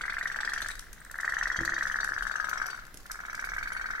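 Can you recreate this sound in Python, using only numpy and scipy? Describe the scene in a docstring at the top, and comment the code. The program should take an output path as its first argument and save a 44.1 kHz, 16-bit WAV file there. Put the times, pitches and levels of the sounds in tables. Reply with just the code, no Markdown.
"""A tin pop-pop boat circling in a steel basin

About 22 times a second the boiler lid snaps out and back, a spit of hiss follows, and the
thin hull rings. Twice the steam sags and picks up again. Water ticks and splashes at the
stern, bubbles burst, the basin is bumped, and a small room hums underneath."""
import sys
import numpy as np
from scipy import signal
from scipy.fft import rfft, irfft
from scipy.io import wavfile
from scipy.ndimage import uniform_filter1d, map_coordinates

SR = 44100
rng = np.random.default_rng(int(sys.argv[2]) if len(sys.argv) > 2 else 0)


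def wrap_up_sound(samples):
    """Save the sound to the file named by the first command line argument, as 16-bit audio."""
    columns = np.atleast_2d(samples).T
    # keep every value between -1 and 1, then stretch to whole-number steps
    tamed = np.clip(columns, -1, 1)
    steps = np.round(tamed * 32767).astype(np.int16)
    wavfile.write(sys.argv[1], SR, steps)


N = 176400  # 4 seconds

# The boat's path. Each row: time in seconds, left ear's delay in ms, left minus right level in dB.
BOAT_PATH = [(0.0, -0.065, 2), (0.6, -0.065, 2), (1.25, 0.0087, 2), (1.6, -0.028, 2), (1.95, 0.1, 2),
             (2.3, 0.1, 8), (2.65, 0.17, 5), (3.3, 0.16, 0.5), (3.6, 0.16, 0.5), (4.0, 0.17, 2.5)]
LEAD_MS = 1.45  # a snap starts this long before its given time


def amp(db):
    """Turn decibels into a factor to multiply by."""
    return 10 ** (np.asarray(db) / 20)


def seconds(ms):
    """Turn milliseconds into seconds."""
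    return ms / 1000


def unit_power(x):
    """Scale a signal to an average power of 1."""
    return x / np.sqrt(np.mean(x ** 2) + 1e-20)


def at_pitch(table, hz):
    """Read between a table's rows by frequency."""
    row_hz, values = np.transpose(table)
    return np.interp(np.log(hz + 1), np.log(row_hz), values)


def at(table, where):
    """Read a table's other columns at one value of its first, joining rows by straight lines."""
    first, *rest = np.transpose(table)
    return [np.interp(where, first, column) for column in rest]


def add(mix, start_s, sound):
    """Add a sound to the mix, dropping what falls outside it."""
    i = round(start_s * SR)
    part = mix[:, max(i, 0):max(i + sound.shape[1], 0)]
    part += sound[:, max(-i, 0):][:, :part.shape[1]]


def panned(db):
    """Gains for both ears, with the left louder by db."""
    return amp([[db / 2], [-db / 2]]) / np.sqrt(np.mean(amp([db, -db])))


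def colour(x, tone, keep_power=False):
    """Filter to a tone curve; keep_power leaves white noise as strong as it was."""
    size = 4096
    log_gain = np.log(amp(at_pitch(tone, abs(np.fft.fftfreq(size, 1 / SR)))))
    taps = np.fft.ifft(np.exp(np.conj(signal.hilbert(log_gain)))).real[:size // 2]  # never rings early
    if keep_power:
        taps = taps / np.linalg.norm(taps)
    return signal.oaconvolve(x, taps[None], axes=1)[:, :N]


def fizz(envelope, grain_db):
    """A burst of grainy noise with its own random tone, partly alike in both ears."""
    size = len(envelope)
    white = rng.standard_normal((3, size))
    hz, steps_hz = np.fft.rfftfreq(2 * size, 1 / SR), np.arange(0, SR, 300)
    tone_db = np.interp(hz, steps_hz, 3.7 * rng.standard_normal(len(steps_hz)))
    noise = irfft(rfft(white, 2 * size) * unit_power(amp(tone_db)))[:, :size]
    grain = amp(grain_db * unit_power(uniform_filter1d(rng.standard_normal(size), size=30)))
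    return envelope * unit_power((noise[:2] + 0.54 * noise[2]) * grain)


def room_hum():
    """The room's low rumble and faint hiss, drifting a little."""
    # The room's tone. Each row: frequency in Hz, relative level in dB.
    tone = [(10, 8), (27, 3.5), (39, 16), (50, -9), (80, -6.5), (125, -9.5), (200, -11), (350, -16),
            (700, -17.5), (1500, -16.5), (2000, -16), (2600, -24.5), (4000, -24.5), (6000, -28.5),
            (10000, -31), (15500, -28.5)]
    # How alike the ears are. Each row: frequency in Hz, likeness (1 means the same).
    likeness = [(30, 0.77), (200, 0.68), (700, 0.83), (3000, 0.15), (12000, 0.033)]
    frames, hz = N // 1024 + 5, np.fft.rfftfreq(4096, 1 / SR)
    a, b, c, d, drift = rng.standard_normal((frames, len(hz), 5)).T
    left, unrelated = a + 1j * b, c + 1j * d
    alike = at_pitch(likeness, hz)[:, None]
    right = alike * left + np.sqrt(1 - alike ** 2) * unrelated
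    drift = uniform_filter1d(drift, size=40, axis=0)  # smooth over pitch
    drift = uniform_filter1d(drift, size=5, axis=1)  # and over time
    spectrum = np.array([left, right]) * amp(at_pitch(tone, hz)[:, None] + 1.5 * unit_power(drift))
    noise = signal.istft(spectrum, nperseg=4096, noverlap=3072)[1][:, :N]
    return amp(-49) * unit_power(noise)


def lid_note(ms, hz, ring_ms):
    """A few quickly choked swings of the tin lid, gliding up in pitch as it stiffens."""
    bend, bend_ms, stiffen_per_ms, rise_ms = 0.39, 0.62, 0.024, 0.75
    ms = np.maximum(ms, 0)
    low_start = bend * bend_ms * (1 - np.exp(-ms / bend_ms))
    cycles = hz * seconds(ms - low_start + stiffen_per_ms * ms ** 2 / 2)
    envelope = (1 - np.exp(-(ms / rise_ms) ** 2)) * np.exp(-(ms / ring_ms) ** 2 / 2)
    return -envelope / envelope.max() * np.sin(2 * np.pi * cycles)


def lid_pop(time_s, db, voice):
    """The lid creaks as it gives, snaps with two beating notes, and rebounds. 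Returns start, sound."""
    hz, ring_ms, overtone_db, rebound_db = at(voice, time_s)
    timing, pitch, creak_shift, bounce, bounce_shift, force = np.clip(rng.standard_normal(6), -2, 2)
    early_ms, jitter_ms = 8, 0.15
    ms = np.arange(round(0.025 * SR)) / SR * 1000 - early_ms + LEAD_MS + jitter_ms * timing
    hz *= 1 + 0.012 * pitch
    creak = lid_note(ms + 4.4 + jitter_ms * creak_shift, hz * 0.81, ring_ms=1.6)
    snap = lid_note(ms, hz, ring_ms) + amp(overtone_db) * lid_note(ms, hz * 1.437, ring_ms)
    rebound = lid_note(ms - 3.05 - jitter_ms * bounce_shift, hz * 1.087, ring_ms=1.6)
    lid = amp(-21) * creak + snap + amp(rebound_db + 1.5 * bounce) * rebound
    _, pan_db = at(BOAT_PATH, time_s)
    return time_s - seconds(early_ms), amp(db - 1 + 1.5 * force) * panned(pan_db) * lid


def hull_ping(push):
    """The thin hull rings when pushed, with different notes standing out each time."""
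    # The tin's notes. Each row: pitch in Hz, relative level in dB, seconds to fade by 60 dB.
    notes = [(3250, -14, 0.078), (3790, -14.5, 0.079), (4530, -7, 0.051), (5860, 0, 0.019),
             (6080, 0.5, 0.01), (6320, -0.5, 0.017), (7450, -6.5, 0.012), (8180, -13.5, 0.017)]
    t = np.arange(SR // 12) / SR
    ring = np.zeros(len(t))
    for hz, db, fade_s in notes:
        envelope = amp(db + 2.5 * rng.standard_normal() - 60 * t / fade_s)
        hz *= 1 + 0.008 * rng.uniform(-1, 1)
        ring += envelope * np.cos(2 * np.pi * (hz * t + rng.random()))
    return amp(-3.5) * signal.fftconvolve(push, ring[None] / np.linalg.norm(ring), axes=1)


def boiler():
    """On each stroke the lid snaps out and back, a spit of hiss follows, and the hull rings."""
    # The rhythm. Each row: stroke number, time in seconds, wait between the two snaps in ms.
    pace = [(0, -.005, 15.7), (1, .0382, 16), (4, .1684, 15), (8, .3456, 15.3), (12, .5204, 15.2),
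            (15, .647, 14.7), (16, .69, 13.5), (17, .738, 16), (24, 1.054, 14), (27, 1.1882, 12.8),
            (30, 1.3237, 15), (36, 1.5907, 16), (40, 1.766, 15.8), (47, 2.077, 14.5), (52, 2.2977, 15.4),
            (58, 2.558, 16.6), (61, 2.686, 14), (70, 3.099, 11), (74, 3.2841, 14.5), (78, 3.4733, 16.5),
            (83, 3.7047, 15.3), (89, 3.9813, 15.5)]
    # Steam strength. Each row: time in seconds, then out-snap, back-snap and hiss in relative dB.
    steam = [(0.0, -20, -24.5, -43), (0.2, -19.5, -24, -44), (0.4, -19, -22.5, -38), (0.6, -20.5, -20, -39),
             (0.7, -26.5, -27, -43), (0.76, -41, -36, -55), (0.83, -38, -40.5, -84), (0.98, -48, -42, -60),
             (1.11, -31, -29, -58), (1.21, -18, -19.5, -41), (1.3, -17, -20, -36),
             (1.8, -17.5, -16.5, -33.5), (2.1, -17.5, -17.5, -39), (2.4, -22.5, -18.5, -38),
             (2.6, -21, -20.5, -39), (2.7, -21.5, -26, -36), (2.9, -44, -43, -73), (3.03, -42.5, -76, -63),
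             (3.1, -30, -28, -83), (3.2, -27, -29.5, -47.5), (3.4, -24.5, -23, -40), (3.6, -23, -25.5, -39),
             (4.0, -23.5, -25, -44.5)]
    # How the lid rings, going out and going back, as the boiler heats and cools.
    # Each row: time in seconds, base pitch in Hz, ring time in ms, overtone in dB, rebound in dB.
    out_voice = [(0, 1754, 1.4, -26, -0.5), (.55, 1717, 3.2, -22, -13), (.9, 1630, 1.7, -29, -2),
                 (1.3, 1726, 3, -36, -26), (1.8, 1724, 3.5, -34, -15), (2.101, 1664, 2.2, -39, -39),
                 (2.6, 1540, 1.2, -9, -6), (3.2, 1516, 1.57, -18, -2.5), (3.601, 1630, 1.2, -29, -4),
                 (4, 1630, 1.5, -24, 0.5)]
    back_voice = [(0, 1440, 3.5, -10, -35), (.45, 1577, 2.1, -18, -8.5), (.9, 1664, 1.3, -13, -2.5),
                  (1.3, 1656, 1.1, -30, -3), (1.8, 1606, 1.7, -35, -12), (2.1, 1586, 2.04, -51, -8),
                  (2.6, 1450, 2.44, -15.5, 0.5), (3.2, 1520, 1.3, -7.5, -7), (3.6, 1437, 4.9, -6.5, -8),
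                  (4, 1380, 7.8, -14, -9)]
    # The bare hiss beside the ringing tin. Each row: time in seconds, boost in dB.
    hiss_boost = [(0, 5), (.6, 4.5), (1.5, -1.5), (2.4, 0), (3.4, -2.5), (4, 0)]
    # The tones of the hull and the hiss. Each row: frequency in Hz, relative level in dB.
    hull_tone = [(100, 10), (400, -5.5), (700, 0), (950, -4), (1200, -0.5), (1500, 0.5), (1800, -2),
                 (2200, 2.5), (2600, -11), (6000, -18)]
    hiss_tone = [(200, -5.5), (800, 6), (2200, 9), (2650, 3), (3300, 3.5), (4100, 3.5), (5000, 2.5),
                 (5450, 2.5), (6100, 0.5), (7100, -7.5), (7900, 2.5), (9000, -11.5), (10500, -6),
                 (12500, -16.5), (15500, -48)]
    lid, hiss, ring = np.zeros((3, 2, N))
    hiss_peak_ms, lead_s = 6.13, seconds(LEAD_MS)
    age = np.arange(SR // 25) / SR / seconds(hiss_peak_ms)
    swell = (age * np.exp(1 - age)) ** 2
    for stroke in range(pace[-1][0] + 1):
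        out_s, wait_ms = at(pace, stroke)
        out_db, back_db, hiss_db = at(steam, out_s)
        out_s += seconds(ms=7) * rng.uniform(-1, 1) * (out_db < -38)  # weak strokes stumble
        back_s = out_s + seconds(wait_ms)
        add(lid, *lid_pop(out_s, out_db, out_voice))
        add(lid, *lid_pop(back_s, back_db, back_voice))
        spit = fizz(swell, grain_db=2.5) * amp(hiss_db - 4 + 2.2 * rng.uniform(-1, 1))
        add(hiss, back_s - lead_s, spit * panned(-1.5) * amp(at(hiss_boost, out_s)[0]))
        add(ring, back_s - lead_s, hull_ping(spit))
        add(ring, out_s - lead_s, amp(-15) * hull_ping(spit))
    return ring + colour(lid, hull_tone) + colour(hiss, hiss_tone, keep_power=True)


def water():
    """Short bright splashes at the stern, with tiny drips at random between them."""
    # The splashes. Each row: start in seconds, relative level in dB, left minus right in dB.
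    splashes = [(0.5346, -40.5, 5), (0.618, -40.5, 6), (0.6857, -38, 6), (0.713, -39.5, 5),
                (0.7532, -45, 14), (0.7927, -40, 3), (0.9302, -45.5, 2), (1.113, -47.5, 1),
                (1.2093, -43.5, 1), (1.651, -37, 2), (2.044, -38, -1), (2.223, -47, 3), (2.4946, -38.5, 3),
                (2.665, -44.5, 6), (2.942, -40, -3), (2.9722, -43, -2), (3.063, -49, -1),
                (3.1156, -34.5, -0.5), (3.264, -50, 5), (3.352, -48, 4), (3.448, -42, -1), (3.68, -50, 13),
                (3.7333, -50, 10)]
    # The spray's tone. Each row: frequency in Hz, relative level in dB.
    tone = [(300, -65), (1500, 0), (3000, -4.5), (6000, 1.5), (9000, 0), (13000, -2), (16000, -37)]
    out, t = np.zeros((2, N)), np.arange(SR // 30) / SR
    drips_per_s, tries, decay_ms = 18, 200, 4
    drips = [(when * N / SR, -59 + 8 * size, 3) for when, size, chance in rng.random((tries, 3))
             if chance < drips_per_s * N / SR / tries]
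    for start_s, db, pan_db in list(splashes) + drips:
        splash = fizz(np.exp(-t / seconds(decay_ms)), grain_db=5.5)
        add(out, start_s, amp(db + 4.5) * panned(pan_db) * splash)
    return colour(out, tone, keep_power=True)


def bubbles():
    """Each bubble bursting behind the boat rings briefly and rises in pitch."""
    # The bursts. Each row: start in seconds, starting pitch in Hz, level in dB.
    bursts = [(0.451, 4900, -30), (0.538, 5960, -29.5), (0.62, 3540, -32), (0.624, 4150, -32),
              (0.686, 7700, -30), (0.706, 3780, -35), (0.717, 3840, -32.5), (1.004, 8300, -42),
              (1.048, 8230, -43), (2.495, 14300, -38), (2.68, 5800, -37.5), (3.114, 5800, -34),
              (3.7316, 9970, -34.5)]
    out, t = np.zeros((2, N)), np.arange(SR // 30) / SR
    decay_ms, rise_per_s = 2.6, 5.9
    for start_s, hz, db in bursts:
        chirp = np.sin(2 * np.pi * hz * t * (1 + rise_per_s * t / 2))
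        add(out, start_s, amp(db) * panned(5.2) * np.exp(-t / seconds(decay_ms)) * chirp)
    return out


def basin_bumps():
    """Each bump is a soft thud that rings the low notes of the filled basin."""
    # The bumps. Each row: start in seconds, then thud and ring in relative dB.
    bumps = [(1.585, -40, -48.5), (1.6091, -37, -48), (1.724, -52, -56), (2.11, -49.5, -68),
             (2.943, -45.5, -74)]
    # The basin's notes. Each row: pitch in Hz, relative level in dB, seconds to fade by 60 dB.
    notes = [(42.2, 9, 0.17), (120, -8, 1.1), (198, -3, 0.66), (287, -3.5, 0.32), (335, 7.5, 0.23),
             (367, -4, 0.2), (530, -13, 3.6), (640, -18, 6.5)]
    out, t = np.zeros((2, N)), np.arange(SR * 2) / SR
    ring = sum(amp(db - 60 * t / fade_s) * np.sin(2 * np.pi * hz * t) for hz, db, fade_s in notes)
    rise_s, thud_decay_ms, thud_top_hz = 0.00067, 4.2, 400
    onset = 1 - np.exp(-t / rise_s)
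    muffle = signal.butter(4, thud_top_hz, fs=SR, output="sos")
    for start_s, thud_db, ring_db in bumps:
        rumble = unit_power(signal.sosfilt(muffle, rng.standard_normal(len(t))))
        thud = amp(thud_db + 7) * rumble * np.exp(-t / seconds(thud_decay_ms))
        add(out, start_s, panned(0) * onset * (thud + amp(ring_db) * ring))
    return out


def circling(x):
    """As the boat circles, the nearer ear hears it first."""
    n = np.arange(N)
    lag_ms, _ = at(BOAT_PATH, n / SR)
    shift = seconds(lag_ms) * SR / 2
    return np.array([map_coordinates(ear, [n + side * shift], order=5) for ear, side in zip(x, (-1, 1))])


def echoes(x, fade_times, start_ms):
    """Scattered echoes for each ear; fade_times sets how fast each frequency dies away."""
    size, count = SR // 2, 3000
    taps = np.zeros((2, size))
    where, sign = rng.integers(20, size - 20, count), rng.choice([-1., 1.], count)
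    taps[0, where] = sign
    taps[1, where + rng.integers(-15, 16, count)] = sign  # a little earlier or later on the right
    taps *= np.arange(size) / SR > seconds(start_ms)
    hz, t, spectrum = signal.stft(taps, SR, nperseg=128)
    fade = amp(-60 * t / at_pitch(fade_times, hz)[:, None])
    tail = signal.istft(spectrum * fade, SR, nperseg=128)[1]
    return signal.fftconvolve(x, tail / np.linalg.norm(tail, axis=1, keepdims=True), axes=1)[:, :N]


def basin_echoes(x, places=7):
    """Quick echoes off the basin's walls; their pattern changes as the boat moves on."""
    position = np.linspace(0, places - 1, N)
    blends = (np.sqrt(np.maximum(1 - abs(position - k), 0)) for k in range(places))
    return sum(echoes(x * blend, fade_times=[(1000, 0.06)], start_ms=4.4) for blend in blends)


def room_echoes(x):
    """The small room's echoes, with the lows lasting longest."""
    # The room's fade. 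Each row: frequency in Hz, seconds to fade by 60 dB.
    fade_times = [(200, 0.42), (1500, 0.31), (6000, 0.32), (15000, 0.17)]
    return echoes(x, fade_times, start_ms=9.7)


def scene():
    """Boat and water in the basin, then the room around them."""
    hum, bumps, boat, wet = room_hum(), basin_bumps(), boiler(), water() + bubbles()
    near = circling(boat + wet) + amp(-9.5) * basin_echoes(boat) + bumps
    return hum + near + amp(-8.5) * room_echoes(boat + wet + bumps)


def record(dry):
    """Cut the very highest treble."""
    top_hz = 15900
    low_pass = signal.firwin(511, top_hz, window=("kaiser", 9), fs=SR)
    return signal.oaconvolve(dry, low_pass[None], "same")


dry = scene()
out = record(dry)
wrap_up_sound(out)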